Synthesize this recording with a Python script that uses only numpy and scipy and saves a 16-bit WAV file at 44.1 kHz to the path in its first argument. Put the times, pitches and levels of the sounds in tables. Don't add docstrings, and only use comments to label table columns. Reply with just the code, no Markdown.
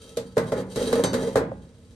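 import sys
import numpy as np
from scipy import signal
from scipy.fft import rfft, irfft, next_fast_len
from scipy.io import wavfile
from scipy.ndimage import uniform_filter1d

SR = 44100
rng = np.random.default_rng(int(sys.argv[2]) if len(sys.argv) > 2 else 0)


def inscribe(sig):
    pcm = np.round(np.clip(np.atleast_2d(sig).T, -1, 1) * 32767)
    wavfile.write(sys.argv[1], SR, pcm.astype(np.int16))


N = 85995
T = np.arange(SR) / SR

# (frequency [Hz], level [dB], T60 [s])
HOLLOW_MODES = [(462, -3, 0.13), (544.6, -10.5, 0.067), (615.4, -11.5, 0.1)]
SHELF_MODES = [(62.2, -15, 0.77), (112.4, -16.5, 0.62), (151.5, -16, 0.35), (190.4, -8.5, 0.39),
               (242.1, -3, 0.27), (271.5, -4.5, 0.15), (444.6, 3, 0.14), (489.5, 3.5, 0.097),
               (537, -3.5, 0.33), (582.2, -2, 0.14)]
# (frequency [Hz], level [dB])
CLANG_SPECTRUM = [(40, -26.5), (110, 4), (420, 1), (600, 5.5), (720, -2.5), (1000, 0), (2100, -7),
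                  (2800, -20.5), (14000, -75)]
CLASH_SPECTRUM = [(300, -11), (2100, -3.5), (2700, -1.5), (4000, 5.5), (5400, 1), (7500, 1), (8900, 1.5),
                  (10100, -10.5), (11500, 2), (13500, -34)]
# (frequency [Hz], T60 [s])
CLANG_DECAY = [(100, 0.81), (1500, 0.25), (5000, 0.52)]
CLASH_DECAY = [(1000, 0.29), (10000, 0.15)]
IMPACTS = [(0.17, 468.3, -13.5, -34.5, -42, -30.5), (0.368, 455.2, -5.5, -24, -31.5, -38),
           (0.378, 465, -8.5, -47, -28.5, -31.5), (0.519, 494, -15, -25, -34.5, -38.5),
           (0.758, 460, -32, -30, -40.5, -33), (0.927, 450.4, -9, -27.5, -29.5, -29),
           (1.037, 477, -18.5, -28, -27.5, -26), (1.131, 469, -16, -28.5, -38, -34),
           (1.14, 473, -37, -25.5, -31, -30), (1.356, 469, -13, -26.5, -24.5, -31),
           (1.37, 445, -16.5, -23, -33.5, -33.5)]
CONTACT_S, SWELL_S, CRACK_S, CRACK_DB = .001, .003, .006, 4
OVERTONE_BAND_HZ, OVERTONE_T60_S, OVERTONE_DB = (680, 2100), 0.47, -13
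def knocks():
    out = np.zeros((2, N))
    rise, swell = 1 - np.exp(-T / CONTACT_S), 1 - np.exp(-T / SWELL_S)
    crack = rise * (1 + amp(CRACK_DB) * np.exp(-T / CRACK_S))
    overtone_hz = np.exp(rng.uniform(*np.log(OVERTONE_BAND_HZ), size=24))
    poles = 2j * np.pi * overtone_hz - np.log(1000) / OVERTONE_T60_S
    overtones = np.exp(np.outer(poles, T)) * (OVERTONE_BAND_HZ[0] / overtone_hz)[:, None]
    for s, pitch_hz, hollow_db, boom_db, clang_db, clash_db in IMPACTS:
        hollow = ring([(hz * pitch_hz / HOLLOW_MODES[0][0], db, t60) for hz, db, t60 in HOLLOW_MODES])
        phases = np.exp(2j * np.pi * rng.random((2, len(overtone_hz))))
        boom = ring(SHELF_MODES, spread_db=2.0)
        add(out, s, swell * (amp(hollow_db) * hollow + amp(boom_db) * boom))
        add(out, s, amp(clang_db + OVERTONE_DB) * rise * (phases @ overtones).real)
        add(out, s, amp(clang_db) * colour(crack * dense_modes(CLANG_DECAY), CLANG_SPECTRUM))
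        add(out, s, amp(clash_db) * colour(crack * dense_modes(CLASH_DECAY), CLASH_SPECTRUM) / 2)
    return out


# (frequency [Hz], level [dB], T60 [s])
WALL_MODES = [(3169, 3, 0.062), (3880, 7, 0.028), (4584, 0.5, 0.052), (8680, 3.5, 0.066), (9280, 3, 0.074)]
# (time [s], drag level [dB], grit level [dB])
FRICTION = [(0, -52, -57), (.31, -53, -61.5), (.5, -39, -51), (.55, -23.5, -56), (0.587, -25, -43),
            (0.638, -39.5, -68), (0.749, -43, -47), (0.76, -22, -42.5), (.855, -25.5, -35),
            (.895, -23, -40.5), (.94, -24.5, -41.5), (1.001, -24.5, -46), (1.11, -35.5, -56),
            (1.15, -25.5, -45), (1.274, -29, -47.5), (1.34, -42, -51.5), (1.399, -31.5, -62),
            (1.458, -57.5, -75.5), (1.95, -60.5, -66)]
HAND_DAMPING_S = 0.052
def scrape():
    s, drag_db, grit_db = np.transpose(FRICTION)
    t, force = np.arange(N) / SR, slips()
    drag = force * amp(np.interp(t, s, drag_db))
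    grit = force * amp(np.interp(t, s, grit_db))
    hollow = amp(-6.5) * excite(drag, ring(HOLLOW_MODES))
    boom = amp(-4) * excite(drag, ring(SHELF_MODES))
    clang = amp(-11) * excite(drag, colour(dense_modes(CLANG_DECAY), CLANG_SPECTRUM))
    clash = excite(grit, colour(dense_modes(CLASH_DECAY) * np.exp(-T / HAND_DAMPING_S), CLASH_SPECTRUM))
    wall = amp(-4) * excite(grit, ring(WALL_MODES))
    return hollow + boom + clang + clash + wall


def slips(per_second=1000, spread_db=4.2, judder_s=.014, judder_db=3):
    sizes = amp(spread_db * np.minimum(rng.exponential(1, N), 4)) * rng.choice([-1, 1], N)
    judder = unit_rms(uniform_filter1d(rng.standard_normal(N), round(judder_s * SR)))
    return unit_rms(sizes * amp(judder_db * judder) * (rng.random(N) < per_second / SR))


# (frequency [Hz], level [dB], T60 [s])
RIM_MODES = [(3015, -14, .45), (3752, -3, 0.3), (4030, -7, .25), (4560, -4, 0.44), (5206, -7, 0.22),
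             (5561, -12, .35), (6132, 1, 0.25), (6315, -10, 0.22), (7074, -4, 0.15), (7607, -1, 0.16),
             (8285, -9, 0.15), (8737, -2, 0.19), (9130, -3, 0.13)]
HELD_MODES = [(529, 7.5, 0.035), (601, 9, 0.019), (852, -1.5, 0.018), (1070, -1.5, 0.0045)]
# (time [s], level [dB])
ROCKINGS = [(0.227, -31.5), (0.813, -17.5), (0.951, -11.5), (0.996, -19.5), (1.076, -27.5), (1.235, -18.5),
            (1.246, -20), (1.277, -25.5), (1.412, -15)]
HELD_BUMPS = [(0.37, -23), (0.524, -21), (0.993, -21), (1.356, -15.5), (1.517, -27.5)]
def light_contacts(clink_s=1.038, clink_db=-33.5):
    out = np.zeros((2, N))
    add(out, clink_s, amp(clink_db) * (ring(RIM_MODES) + ring(WALL_MODES)))
    for s, db in ROCKINGS:
        add(out, s, amp(db) * (1 - np.exp(-T / SWELL_S)) * ring(HOLLOW_MODES))
    for s, db in HELD_BUMPS:
        add(out, s, amp(db) * ring(HELD_MODES))
    return out


# (frequency [Hz], level [dB], T60 [s])
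SQUEAK_MODES = [(3850, -8.5, .06), (4280, 0.5, 0.0092), (4460, 1.5, 0.019)]
def snag(start_s=.8545, fade_s=0.014, level_db=-35):
    out = np.zeros((2, N))
    burst = slips()[:SR] * np.exp(-T / fade_s)
    add(out, start_s, amp(level_db) * excite(burst, ring(SQUEAK_MODES)))
    return out


# (frequency [Hz], level [dB])
RUBBED_MODES = [(457.6, -55), (1303, -63), (3165, -66), (3801, -67), (4590, -70), (6885, -73)]
def finger_rub(bandwidth_hz=9.3, end_s=0.37):
    t, shape = np.arange(N) / SR, (len(RUBBED_MODES), N)
    pole = np.exp(-np.pi * bandwidth_hz / SR)
    force = rng.standard_normal(shape) + 1j * rng.standard_normal(shape)
    wavers = signal.lfilter([1 - pole], [1, -pole], force)
    tones = sum(amp(db) * unit_rms((waver * np.exp(2j * np.pi * hz * t)).real)
                for (hz, db), waver in zip(RUBBED_MODES, wavers))
    return tones * np.sqrt(np.clip(1 - t / end_s, 0, 1))


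# (frequency [Hz], T60 [s])
GARAGE_DECAY = [(220, 0.82), (450, 0.11)]
def garage_reverb(sound, level_db=-11):
    return amp(level_db) * excite(sound, dense_modes(GARAGE_DECAY))


# (frequency [Hz], level [dB])
ROOM_SPECTRUM = [(20, -29), (62, 5.5), (250, -2), (350, -17.5), (450, -13.5), (720, -24.5), (9000, -34.5),
                 (14000, -67)]
def room_tone(level_db=-50.5):
    return amp(level_db) * unit_rms(colour(noise_pair(N), ROOM_SPECTRUM))


# (frequency [Hz], coherence [0-1])
COHERENCE = [(500, 0.97), (1000, 0.62), (2000, 0.16)]
def noise_pair(count):
    shared, separate = rfft(rng.standard_normal((2, count)))
    same = np.clip(read(COHERENCE, np.fft.rfftfreq(count, 1 / SR)), -1, 1)
    return irfft(np.array([shared, same * shared + np.sqrt(1 - same ** 2) * separate]), count)


def dense_modes(t60s, size=256):
    hz, t, bands = signal.stft(noise_pair(SR), SR, nperseg=size)
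    decay = np.exp(-np.log(1000) * t / read(t60s, hz)[:, None])
    return signal.istft(bands * decay, SR, nperseg=size)[1][:, :SR]


def ring(modes, spread_db=0):
    offsets_db = spread_db * rng.standard_normal(len(modes))
    return sum((-1) ** k * amp(db + offsets_db[k]) * np.exp(-np.log(1000) * T / t60)
               * np.sin(2 * np.pi * hz * T) for k, (hz, db, t60) in enumerate(modes))


def excite(force, body):
    body = np.atleast_2d(body)
    return signal.fftconvolve(np.atleast_2d(force), body / np.linalg.norm(body[0]), axes=1)[:, :N]


def colour(x, spectrum, size=4096):
    log_gain = np.log(amp(read(spectrum, abs(np.fft.fftfreq(size, 1 / SR)))))
    taps = np.fft.ifft(np.exp(np.conj(signal.hilbert(log_gain)))).real[:size // 2]
    return signal.oaconvolve(x, taps[None] / np.linalg.norm(taps), axes=1)[:, :x.shape[1]]


def amp(db):
    return 10 ** (np.asarray(db) / 20)


def unit_rms(x):
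    return x / np.sqrt(np.mean(x ** 2) + 1e-20)


def read(points, hz):
    f, value = np.transpose(points)
    return np.interp(np.log(hz + 1), np.log(f + 1), value)


def add(mix, s, sound):
    part = mix[:, max(round(s * SR), 0):][:, :sound.shape[-1]]
    part += sound[..., :part.shape[1]]


def scene():
    tins = finger_rub() + knocks() + light_contacts() + scrape() + snag()
    return tins + garage_reverb(tins) + room_tone()


# (frequency [Hz], phase lead [rad])
PORT_PHASE = [(150, .05), (500, .35), (1100, .9), (2000, -.4), (4000, .4), (9000, -.8)]
# (frequency [Hz], level [dB])
PORT_LEVEL = [(500, -1), (1500, 0.84)]
CUTOFF_HZ = 15900
def record(dry):
    size = next_fast_len(N + SR)
    hz = np.fft.rfftfreq(size, 1 / SR)
    port = amp(read(PORT_LEVEL, hz) / 2) * np.exp(.5j * read(PORT_PHASE, hz))
    pair = irfft(rfft(dry, size) * np.array([port, 1 / port]), size)[:, :N]
    lowpass = signal.firwin(511, CUTOFF_HZ, window=("kaiser", 9), fs=SR)
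    return signal.oaconvolve(pair, lowpass[None], "same")


dry = scene()
out = record(dry)
inscribe(out)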